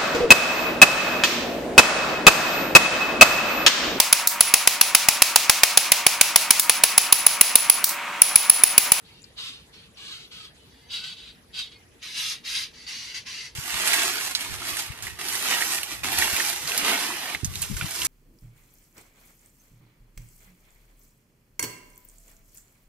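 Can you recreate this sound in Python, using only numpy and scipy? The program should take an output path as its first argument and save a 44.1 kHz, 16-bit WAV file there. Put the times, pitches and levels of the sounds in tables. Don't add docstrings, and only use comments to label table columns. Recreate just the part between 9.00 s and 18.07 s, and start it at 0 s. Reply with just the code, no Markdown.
import sys
import numpy as np
from scipy import signal
from scipy.io import wavfile
from scipy.ndimage import uniform_filter1d

SR = 44100
rng = np.random.default_rng(int(sys.argv[2]) if len(sys.argv) > 2 else 0)


def transcribe(u):
    v = np.clip(np.atleast_2d(u).T, -1, 1)
    q = np.round(v * 32767).astype(np.int16)
    wavfile.write(sys.argv[1], SR, q)


def to_linear_factor(level_db):
    exponent = np.asarray(level_db, float) / 20
    return 10 ** exponent


N = 399987
TIME = np.arange(N) / SR
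FIRST_CUT_S, SECOND_CUT_S = 4.5505, 8.355

# frequency in Hz, level in dB per Hz.
AIR_COLOUR = [(20, -70), (48, 3), (140, 0.5), (340, -4.5), (520, -11), (860, -12), (1400, -15.5),
              (1900, -11.5), (3100, -16), (5000, -19), (7000, -21), (9500, -26), (14500, -28)]
AIR_DB = -56
INSECT_HZ, INSECT_WIDTH_HZ, INSECT_DB = 10270, 820, -70
HUM_HZ, HUM_WIDTH_HZ, HUM_DB = 452.6, 19, -69
# frequency in Hz, share in common (0 to 1).
AIR_LIKENESS = [(60, 1), (300, 0.73), (800, 0.03), (3000, 0.036), (12000, 0.067)]
SCRAPE_LIKENESS = [(800, 0.72), (1500, 0.55), (3000, 0.52), (5000, 0.69), (12000, 0.21)]
FROND_LIKENESS = [(200, 1), (500, 0.83), (1000, 0.74), (1900, 0.44), (2600, 0.23), (6000, 0.34),
                  (14000, 0.1)]
# time in seconds, samples by which the left port hears later.
LEFT_LAG = [(0, -6), (1.7, -6), (1.71, 0), (4.55, 0), (4.551, 5.4), (6.5, 4), (8.3, 2.8), (9.07, 2)]

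# start in seconds, length in seconds, first pitch in Hz, last pitch in Hz, level in dB.
CHIRPS = [(.735, .035, 5550, 5450, -52), (.75, .04, 4350, 4300, -55), (.77, .04, 4050, 4000, -57),
          (.78, .04, 3100, 3250, -58), (.16, .06, 5600, 5750, -66), (.1, .05, 2250, 2200, -64),
          (.2, .1, 2500, 2300, -66), (.74, .06, 2600, 2700, -62), (.94, .025, 6200, 5100, -57),
          (1.35, .12, 1300, 1250, -56), (1.41, .11, 3550, 3250, -55), (1.545, .02, 6600, 6300, -64),
          (1.57, .09, 3000, 2950, -62), (1.73, .09, 3600, 3500, -65), (1.81, .08, 2050, 2100, -61),
          (1.875, .025, 6200, 6000, -59), (1.93, .2, 1380, 1580, -51), (2.05, .08, 3300, 2900, -45),
          (1.93, .1, 2850, 3100, -46), (1.91, .09, 3880, 3850, -41), (2.165, .06, 2850, 3000, -52),
          (2.53, .1, 1550, 1450, -50), (2.345, .02, 6100, 4700, -63), (2.495, .02, 6200, 4800, -65),
          (2.7, .14, 2200, 2050, -59), (2.64, .12, 3350, 3330, -51), (2.705, .09, 4400, 4350, -56),
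          (2.72, .08, 2400, 2450, -61), (4.26, .22, 4700, 4600, -48), (8.15, .06, 2850, 2850, -42)]

# time in seconds, peak in dB, seconds to rise or fall 20 dB, left minus right in dB.
GUSTS = [(4.588, -52.5, 0.06, 18.5), (4.745, -52, 0.1, 21), (5.522, -41.5, 0.14, -5), (5.6, -54, 0.5, 3),
         (5.73, -45, 0.04, -9), (5.903, -50.5, 0.06, 18), (6.043, -47, 0.13, 6), (6.125, -49, 0.09, -9),
         (6.84, -50, 0, 25), (7.05, -54.5, 0.8, 17), (7.1, -50, 0, 15), (7.19, -42.5, 0.07, 12),
         (7.335, -47, -0.02, 27), (7.65, -49, 0.1, -1), (7.83, -45, 0.03, 3.5), (8.36, -45.5, 0.03, 12),
         (8.49, -38, 0.1, 7), (8.6, -49, 0.2, 17), (8.73, -39.5, .08, 22), (8.86, -45, 0.04, 12),
         (9.031, -52, -0.2, 16)]
# frequency in Hz, level in dB per Hz.
GUST_COLOUR = [(25, -17), (50, -4.5), (80, 1), (130, -3), (200, -20), (320, -26.5), (600, -44.5)]
BREEZE_DB = -63.5
PUFF_RISE_SHARE = 0.55
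# time in seconds, peak in dB, swing in Hz, left minus right in dB.
THUMPS = [(4.56, -39, 90, 16), (4.589, -28.5, 111, 13), (5.525, -34, 120, 3), (5.905, -33.5, 90, 18),
          (7.335, -32, 104, 17), (8.434, -26.5, 262, -16), (8.438, -21.5, 100, -16),
          (8.456, -23.5, 150, -8), (8.48, -27, 85, 9), (8.572, -33, 100, 14), (8.602, -33, 125, 18),
          (8.63, -38, 80, 21), (8.702, -28.5, 200, 21), (8.714, -23, 150, 17), (8.727, -25, 106, 17),
          (8.748, -33, 100, 14), (8.767, -26, 80, 11), (8.802, -34, 120, 14), (8.826, -25.5, 120, 17),
          (8.846, -23, 134, 16)]
THUMP_CYCLES = 0.57

# time in seconds, peak in dB, ring in Hz.
TICKS = [
    (0.22, -42, 7040),
    (0.2299, -41, 7170),
    (0.2409, -35, 5050),
    (0.2425, -36, 4370),
    (2.722, -42, 4400),
]
# time in seconds, peak in dB, ring in Hz, brightness in dB.
SNAPS = [(4.762, -25, 2850, -12), (5.54, -28, 1500, -7), (5.621, -24, 1310, -13), (5.769, -18, 1720, -1),
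         (6.189, -31, 1640, -7), (6.345, -20, 1760, -6), (6.607, -17, 1650, -15.5),
         (6.781, -16.5, 2430, -9.5), (7.278, -17.5, 1680, -14), (8.102, -19, 980, -9.5),
         (8.627, -18, 2600, -6), (8.638, -23, 2780, -4), (8.81, -16.5, 1460, -20), (8.91, -26, 2000, 4),
         (4.8751, -11.5, 2380, 2), (4.938, -11, 1990, -5), (4.933, -9, 2290, -4), (5.3502, -4.5, 4100, -21),
         (5.408, -15, 2940, -9), (6.0248, -19, 7000, -22), (6.0688, -17.5, 1990, -15),
         (6.285, -15.5, 4400, -5), (6.456, -17.5, 1300, -11), (6.6216, -8.5, 1860, -15),
         (6.832, -15, 2750, -4), (7.036, -14.5, 2520, -37), (7.187, -15, 1880, 3.5),
         (7.2222, -5, 1870, -20), (7.328, -25, 1920, 7), (7.365, -10, 2430, -8), (7.4006, -6.5, 1850, -16),
         (7.676, -13.5, 4570, -13.5), (7.7188, -13, 2700, -12.5), (7.7776, -10.5, 4950, -1),
         (8.3481, -13, 2060, -23), (8.4462, -11.5, 6450, -11.5), (8.538, -26, 2740, -8),
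         (8.556, -16.5, 3870, -9), (8.6182, -8, 9300, -11), (8.7674, -26, 1490, 6),
         (8.8119, -14, 2420, -21), (9.018, -11.5, 3000, -16), (9.05, -8, 9170, -7)]

# start in seconds, length in seconds, first level in dB, last in dB.
STROKES = [(0.052, .14, -60, -61), (0.25, .06, -65, -69), (0.381, 0.11, -40, -39.5),
           (0.502, .15, -43, -64.5), (0.738, 0.13, -52.5, -61), (0.975, 0.12, -48, -42.5),
           (1.112, .14, -41, -52), (1.317, 0.14, -46.5, -47.5), (1.55, 0.32, -66, -64),
           (1.905, 0.038, -40.5, -31), (1.953, 0.078, -31.5, -42.5), (2.038, 0.098, -35.5, -42.5),
           (2.169, 0.13, -47, -48), (2.544, 0.055, -39.5, -30.5), (2.591, 0.094, -28.5, -51),
           (2.717, 0.03, -49, -58), (3.03, 0.14, -39.5, -41.5), (3.144, .03, -38, -31.5),
           (3.176, .15, -30.5, -32), (3.451, .03, -39, -33.5), (3.48, 0.075, -33.5, -32),
           (3.55, 0.086, -29, -35), (3.74, 0.11, -50, -49), (3.873, 0.021, -37.5, -34),
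           (3.905, .22, -37, -40.5), (4.146, 0.033, -34.5, -35.5), (4.266, .2, -38.5, -39.5)]
CATCH_DB_PER_S, LET_GO_DB_PER_S = 1198, 337
SCRAPE_MEAN_DB, SCRAPE_BODY_FOLLOWS, SCRAPE_HISS_FOLLOWS = -45, -0.15, 0.19
HISS_LAG_S, HISS_HELD_BACK = 0.011, 0.27
# a moment in seconds when a grip begins, then the end.
GRIP_FROM_S = [0, 1.7, 2.95, 3.72, 4.5505]
# frequency in Hz, level in dB per Hz.
GRIP_COLOURS = [
    [(470, -50), (800, -19), (1280, -5), (1990, -9), (2950, 4.5), (4080, 5), (5120, -6.5), (10300, -21),
     (12300, -27), (14000, -43)],
    [(470, -60), (800, -21.5), (1510, -13), (1830, -16), (2780, 0), (3890, 1.5), (4760, -6), (5570, -13),
     (10500, -26.5), (14000, -39)],
    [(470, -65.5), (800, -21.5), (2350, 0.5), (3890, 2), (6350, -7), (7250, -26), (9100, -15), (11000, -20),
     (13000, -24), (14500, -43)],
    [(470, -50), (800, -19), (1450, -10.5), (1900, -4), (2140, -1), (3370, -3), (4710, -2), (5240, -6),
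     (6130, -2.5), (7250, -21.5), (10300, -17), (14000, -43)],
]
# frequency in Hz, width in Hz, level in dB.
GRIP_RINGS = [
    [(3110, 51, -6), (4030, 140, -2.5), (4400, 67, 0.5)],
    [(1540, 84, -14.5), (2960, 73, -10), (3300, 120, -1.5), (3870, 220, 3.5), (4570, 140, 2)],
    [(2755, 40, -0.5), (3890, 160, 0), (4790, 140, -2), (5700, 55, -10), (6450, 90, -6), (9260, 110, -14)],
    [(2034, 110, -6), (2750, 210, -2), (3770, 40, -11), (4100, 72, -3.5), (4670, 100, 2), (5970, 130, -9)],
]

# frequency in Hz, level in dB per Hz.
FROND_COLOUR = [(100, -45), (170, -14.5), (214, -10.5), (364, -4), (532, -15.5), (721, -5), (1230, -1.5),
                (1900, 1), (2480, 2.5), (4230, -2.5), (8380, -6.5), (10700, -7.5), (14000, -11.5),
                (16000, -55)]
# frequency in Hz, left minus right in dB.
FROND_BALANCE = [(110, 11), (200, -4), (380, 3.5), (700, -4.5), (1290, -2), (2380, -4.5), (4400, -3.5),
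                 (8120, 0), (15000, -14.5)]
# time in seconds, peak in dB, seconds to rise 20 dB, to fall 20 dB, hiss in dB.
CARRIED = [(4.556, -43.5, 2.5, .3, -3), (4.7, -39, .08, .3, -3), (4.771, -30, .1, 0.87, -6.5),
           (4.939, -23.5, 0.3, 0.33, -5), (5.06, -29.5, 0.8, 0.2, 0.5), (5.25, -33.5, 0.45, 0.23, -0.5),
           (5.33, -41, .5, 0, .5), (5.41, -34.5, 0.1, 0.3, -3.5), (5.55, -37.5, 0.2, 0.07, -3),
           (5.63, -39, -0.1, 0.38, -10), (5.691, -31.5, 0.17, 0.24, -2.5), (5.796, -33, 0.1, 0.13, 1.2),
           (6.0, -45, 1.2, .5, -8), (6.04, -40.5, .1, 0.2, 0), (6.08, -41, .05, .1, -4),
           (6.195, -38, -0.5, 1.5, -7.5), (6.331, -32.5, .3, 0.47, 1.5), (6.47, -29, 0.1, 0.43, -4),
           (6.54, -27, 0.18, 0.1, -4.5), (6.63, -32, 0.2, 0, -1.5), (6.75, -31.5, 0.6, 0.12, 3),
           (6.93, -36, 0.2, .12, -1), (7.04, -30.5, -11, 0.43, -5.5), (7.211, -26.5, 0.26, 0.38, -1),
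           (7.389, -30.5, 0.17, 0.26, 1), (7.494, -35.5, 0.3, 0.14, 4.5), (7.52, -37.5, -2.2, 3.5, -1),
           (7.68, -39.5, 2.7, 1.3, -2), (7.78, -32.5, 0.9, 0.8, -2), (7.89, -23, 0.14, 0.2, -6),
           (7.95, -28.5, 0.28, 0.04, -11.5), (8.03, -30, 0.3, 0.24, -4), (8.33, -34, 0.8, 3, -7.5)]
# time in seconds, peak in dB, seconds to rise 20 dB, to fall 20 dB, hiss in dB.
LOWERED = [(8.37, -45, -3, 0.5, -4.5), (8.553, -45, 0.2, -2, 2), (8.622, -41.5, 0.15, 0.2, -1),
           (8.77, -40, 0, 0.35, -2), (8.83, -38.5, 0.06, 0.2, -7.5), (9.02, -34.5, 0.34, 2, 1),
           (9.065, -37.5, 0.07, .3, 7)]
FRESH_STEPS_S = [0, 5.35, 6.022, 6.188, 7.034, 7.672]
FROND_BODY_DB, BODY_DB_PER_S, BODY_PER_HISS, LOWERED_BODY_DB = -11.5, 1.5, -0.31, -8
# frequency in Hz, width in Hz, level in dB re the rustle.
STALK_RINGS = [(753, 48, -26), (874, 66, -19), (1500, 180, -16.5), (1870, 155, -11.5), (2200, 290, -15),
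               (2660, 200, -12.5)]
# time in seconds, level in dB.
STALKS_SHAKEN = [(4.6, -6), (4.95, -1.5), (5.3, -0.5), (5.5, -6), (5.75, -1), (6.1, 1), (6.4, -7),
                 (6.55, 3), (6.75, 1.5), (6.9, -1), (7.05, -5), (7.22, 3.5), (7.4, 1.5), (7.55, -6),
                 (7.9, 0.5), (8.3, 0), (8.4, -13), (8.8, -6)]


def rms_one(x):
    return x / np.sqrt(np.mean(x ** 2) + 1e-20)


def in_time(rows):
    s, *columns = np.transpose(rows)
    return [np.interp(TIME, s, c) for c in columns]


def at_hz(points, hz):
    table_hz, values = np.transpose(points)
    return np.interp(np.log(hz), np.log(table_hz), values)


def drift(rate, size):
    r = np.exp(-80 * np.pi * rate / SR)
    noise = rng.standard_normal(size // 40 + 2002)
    slow = rms_one(signal.lfilter([1], [1, -2 * r, r * r], noise)[2000:])
    return np.interp(np.arange(size) / 40, np.arange(len(slow)), slow)


def resonate(x, hz, width_hz):
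    r = np.exp(-np.pi * width_hz / SR)
    poles = [1, -2 * r * np.cos(2 * np.pi * hz / SR), r * r]
    return signal.lfilter([(1 - r * r) / 2, 0, (r * r - 1) / 2], poles, x)


def wavering_ring(drive, hz, width_hz, waver):
    r = np.exp(-np.pi * width_hz / SR)
    pitch = hz * (1 + waver * drift(3.9, size=drive.shape[1]))
    turn = np.exp(2j * np.pi * np.cumsum(pitch) / SR)
    ring = signal.lfilter([1], [1, -2 * r, r * r], drive / turn) * turn
    return rms_one(ring.real)


def crackle(per_s, spread_db, decay_s, clump_db):
    born = rng.random(N) < per_s * to_linear_factor(clump_db * drift(25, size=N)) / SR
    power = to_linear_factor(2 * spread_db * np.minimum(rng.exponential(1, N), 4)) * born
    power = signal.lfilter([1], [1, -np.exp(-1 / (decay_s * SR))], power + 1e-18)
    return np.sqrt(power / power.mean())


def swells(s, peak_db, rise_s, fall_s, colour_db, starts=(0,)):
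    coarse = TIME[::50]
    since = coarse - s[:, None]
    rising = -since / np.abs(rise_s)[:, None]
    falling = since / np.abs(fall_s)[:, None]
    flank = np.where(since < 0, rising, falling)
    begun = coarse >= np.array(starts)[np.searchsorted(starts, s) - 1, None]
    power = to_linear_factor(2 * (peak_db[:, None] - 20 * flank)) * begun + 1e-30
    total = power.sum(axis=0)
    return [np.interp(TIME, coarse, c) for c in (10 * np.log10(total), colour_db @ power / total)]


def tilted(spectrum, low_db, high_db, low_hz, high_hz):
    def colour_db(hz):
        lows = np.clip(np.log2(low_hz / hz) + 0.5, 0, 1)
        highs = np.clip(np.log2(hz / high_hz) + 0.5, 0, 1)
        fall = -30 * max(np.log2(spectrum[0][0] / hz), 0)
        return at_hz(spectrum, hz) + fall + lows * low_db + highs * high_db
    return colour_db


def banded_noise(span, colour_db, likeness, patchy_db, grains=None, grainy=0., balance=((1, 0), (2, 0))):
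    first, last = span
    size = last - first
    out = np.zeros((2, N))
    edges = 25 * 2 ** np.arange(0, 9.5, 1 / 3)
    white = rng.standard_normal((2, 3, size))
    lag = np.round(in_time(LEFT_LAG)[0][first:last]).astype(int)
    later = np.clip(np.arange(size) - lag, 0, size - 1)
    common = [np.array([shared[later], shared]) for shared in white[:, 0]]
    for k, (low, high) in enumerate(zip(edges, edges[1:])):
        hz = np.sqrt(low * high)
        level_db = colour_db(hz)
        if np.max(level_db) < -44:
            continue
        alike = np.clip(at_hz(likeness, hz), 0, 1)
        pair = np.sqrt(alike) * common[k % 2] + np.sqrt(1 - alike) * white[k % 2, 1:]
        if grains is not None:
            share = np.clip(grainy * (hz / 4000) ** 0.038, 0, 1)
            pair = pair * np.sqrt(1 - share + share * grains[first:last] ** 2)
        band = signal.sosfilt(signal.butter(2, [low, high], "band", fs=SR, output="sos"), pair)
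        sides = to_linear_factor(at_hz(balance, hz) / 2 * np.array([[1], [-1]]))
        out[:, first:last] += band * sides * to_linear_factor(level_db + patchy_db * drift(16.2, size=size))
    return out


def scatter(x, every_s, decay_s, wet_db):
    out = np.zeros((2, N + SR))
    step = int(every_s * SR)
    t = np.arange(int(0.06 * SR)) / SR
    for at in range(0, N, step):
        echoes = rng.standard_normal(len(t)) * np.exp(-t / decay_s) * (t > 0.001)
        echoes *= to_linear_factor(wet_db) / np.linalg.norm(echoes)
        echoes[0] = 1
        heard = signal.fftconvolve(x[:, at:at + step], echoes[None] / np.linalg.norm(echoes), axes=1)
        out[:, at:at + heard.shape[1]] += heard
    return out[:, :N]


def air():
    far = banded_noise((0, N), lambda hz: at_hz(AIR_COLOUR, hz), AIR_LIKENESS, 3.0)
    hiss = rng.standard_normal((2, N))
    chorus = resonate(hiss, INSECT_HZ, INSECT_WIDTH_HZ)
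    insects = rms_one(resonate(chorus, INSECT_HZ, INSECT_WIDTH_HZ))
    hum = rms_one(resonate(hiss[0], HUM_HZ, HUM_WIDTH_HZ))
    return to_linear_factor(AIR_DB + 0.5) * rms_one(far) + to_linear_factor(INSECT_DB) * insects + to_linear_factor(HUM_DB) * hum


def birds():
    out = np.zeros(N)
    tremble = 1 + 0.012 * drift(120, size=N)
    for s, length, from_hz, to_hz, level_db in CHIRPS:
        at, size = int(s * SR), int(length * SR)
        glide = np.linspace(from_hz, to_hz, size) * tremble[at:at + size]
        whistle = np.sin(2 * np.pi * np.cumsum(glide) / SR)
        out[at:at + size] += to_linear_factor(level_db) * np.sqrt(np.hanning(size)) * whistle
    return out * to_linear_factor(3.0 * drift(60, size=N))


def wind():
    s, peak_db, flank_s, left_db = np.transpose(GUSTS)
    level_db, pan_db = swells(s, peak_db, PUFF_RISE_SHARE * flank_s, flank_s, left_db)
    pan_db = pan_db * np.clip((level_db - BREEZE_DB) / 8, 0, 1)
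    level_db = np.maximum(level_db, BREEZE_DB)
    span = (int(FIRST_CUT_S * SR), N)
    rumble = banded_noise(span, lambda hz: at_hz(GUST_COLOUR, hz), [(30, 0.036), (600, 0.042)], 6.5)
    rumble = signal.sosfilt(signal.butter(2, 50, "high", fs=SR, output="sos"), rumble)
    rumble = rumble / np.sqrt(uniform_filter1d(rumble ** 2, size=800, axis=1) + 1e-12)
    return rumble * to_linear_factor(level_db + 4.0 + np.array([pan_db, -pan_db]) / 2) * (TIME > FIRST_CUT_S)


def thumps():
    out = np.zeros((2, N))
    phases = rng.uniform(0, 2 * np.pi, len(THUMPS))
    for (s, peak_db, hz, left_db), phase in zip(THUMPS, phases):
        at = slice(int((s - 0.04) * SR), int((s + 0.04) * SR))
        cycles = (TIME[at] - s) * hz
        swing = np.exp(-(cycles / THUMP_CYCLES) ** 2) * np.sin(2 * np.pi * cycles + phase)
        sides = to_linear_factor(left_db / 2 * np.array([[1], [-1]]))
        out[:, at] += to_linear_factor(peak_db) * sides / sides.mean() * swing
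    return out


def add_break(out, s, peak_db, ring_hz, bright_db, left_db, cycles, width):
    t = np.arange(int(0.033 * SR)) / SR
    noise = rng.standard_normal((2, len(t)))
    ring = np.sin(2 * np.pi * ring_hz * t) + 0.25 * np.sin(2 * np.pi * 1.47 * ring_hz * t)
    ring = ring * np.exp(-t * ring_hz / cycles) * np.minimum(t * ring_hz / 1.65, 1)
    crack_fade = np.exp(-t / 0.00039) + 0.23 * np.exp(-t / 0.017)
    crack = resonate(noise[0], 8500, 7000) * to_linear_factor(bright_db + 9.0) * crack_fade
    tail = 0.67 * resonate(noise[1], ring_hz, ring_hz * width) * np.exp(-t / 0.013)
    lag = round(np.interp(s, *np.transpose(LEFT_LAG)))
    for channel, (delay, side_db) in enumerate(((lag, left_db / 2), (0, -left_db / 2))):
        at = round(s * SR) + delay
        out[channel, at:at + len(t)] += (to_linear_factor(peak_db + side_db) * (ring + crack + tail))[:N - at]


def snaps():
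    out = np.zeros((2, N))
    for s, peak_db, ring_hz in TICKS:
        add_break(out, s, peak_db - 1.5, ring_hz, bright_db=-43, left_db=7.0, cycles=14, width=0.08)
    for s, peak_db, ring_hz, bright_db in SNAPS:
        add_break(out, s, peak_db - 3.0, ring_hz, bright_db, left_db=-6.5, cycles=4.5, width=0.5)
    return out


def pressure_db():
    s, length, first_db, last_db = np.transpose(STROKES)[:, :, None]
    coarse = TIME[::50]
    since = coarse - s
    db = first_db + (last_db - first_db) * np.clip(since / length, 0, 1)
    db = db + CATCH_DB_PER_S * np.minimum(since, 0) - LET_GO_DB_PER_S * np.maximum(since - length, 0)
    return np.interp(TIME, coarse, np.maximum(db.max(axis=0), -90))


def scraping():
    level_db = pressure_db()
    low_db, high_db = np.outer([SCRAPE_BODY_FOLLOWS, SCRAPE_HISS_FOLLOWS], level_db - SCRAPE_MEAN_DB)
    felt = np.maximum(level_db, -60) + 60
    keep = np.exp(-1 / (HISS_LAG_S * SR))
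    built_up = signal.lfilter([1 - keep], [1, -keep], felt)
    high_db = high_db - HISS_HELD_BACK * np.maximum(felt - built_up, 0)
    grit = crackle(830, spread_db=2.5, decay_s=0.013, clump_db=1.5)
    drive = grit * rng.standard_normal((3, N))
    drive = drive[0] + 1.16 * drive[1:]
    out = np.zeros((2, N))
    marks = (np.array(GRIP_FROM_S) * SR).astype(int)
    for first, last, spectrum, rings in zip(marks, marks[1:], GRIP_COLOURS, GRIP_RINGS):
        colour = tilted(spectrum, low_db[first:last] + 0.23, high_db[first:last] + 3.5, 3900, 6100)
        out += to_linear_factor(9.0) * banded_noise((first, last), colour, SCRAPE_LIKENESS, 1.1, grit, grainy=0.073)
        for hz, width_hz, ring_db in rings:
            ring = wavering_ring(drive[:, first:last], hz, 2.2 * max(width_hz, 60), waver=0.015)
            out[:, first:last] += ring * to_linear_factor(ring_db - 7.5 + 2.5 * drift(4.0, size=last - first))
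    dulled = signal.sosfilt(signal.butter(6, 13600, fs=SR, output="sos"), out)
    return dulled * to_linear_factor(level_db)


def stalks(breaks):
    size = len(breaks)
    drive = breaks * rng.standard_normal((3, size))
    drive = np.array([np.roll(drive[0], 4), drive[0]]) + 0.5 * drive[1:]
    rings = np.zeros((2, size))
    for hz, width_hz, db in STALK_RINGS:
        rings += rms_one(resonate(drive, hz, width_hz)) * to_linear_factor(db + 2.1 * drift(8.2, size=size))
    return rings * to_linear_factor([[-1.7], [1.7]])


def fronds():
    carried = TIME < SECOND_CUT_S
    carrying = swells(*np.transpose(CARRIED), FRESH_STEPS_S)
    lowering = swells(*np.transpose(LOWERED))
    level_db, high_db = np.where(carried, carrying, lowering)
    nearing_db = FROND_BODY_DB + BODY_DB_PER_S * (TIME - FIRST_CUT_S)
    low_db = np.where(carried, nearing_db, LOWERED_BODY_DB) + BODY_PER_HISS * high_db
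    part = slice(int(FIRST_CUT_S * SR), N)
    fine = crackle(1400, spread_db=4.6, decay_s=0.0007, clump_db=1.3)
    coarse = crackle(60, spread_db=3.5, decay_s=0.03, clump_db=2.0)
    breaks = fine * np.sqrt(0.3 + 0.09 * coarse ** 2)
    colour = tilted(FROND_COLOUR, low_db[part] + 9.5, high_db[part] + 6.0, 1030, 4100)
    swish = banded_noise((part.start, N), colour, FROND_LIKENESS, 1.08, breaks, grainy=0.56,
                         balance=FROND_BALANCE)
    swish[:, part] += stalks(breaks[part]) * to_linear_factor(in_time(STALKS_SHAKEN)[0][part] - 9.5)
    return swish * to_linear_factor(level_db + 9.0)


def scene():
    background = air() + birds() + wind() + thumps()
    near_trees = scatter(scraping(), every_s=0.14, decay_s=0.007, wet_db=-2.5) * (TIME < FIRST_CUT_S)
    passing = scatter(fronds(), every_s=0.08, decay_s=0.005, wet_db=-6.5)
    return background + snaps() + near_trees + passing


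def roll_off(x):
    return signal.sosfilt(signal.butter(12, 16510, fs=SR, output="sos"), x)


def record(dry):
    rounded = np.tanh(dry)
    top_cut = signal.cheby2(10, 60, 15680 + 500, fs=SR, output="sos")
    return roll_off(signal.sosfilt(top_cut, rounded))


dry = scene()
out = record(dry)
transcribe(out)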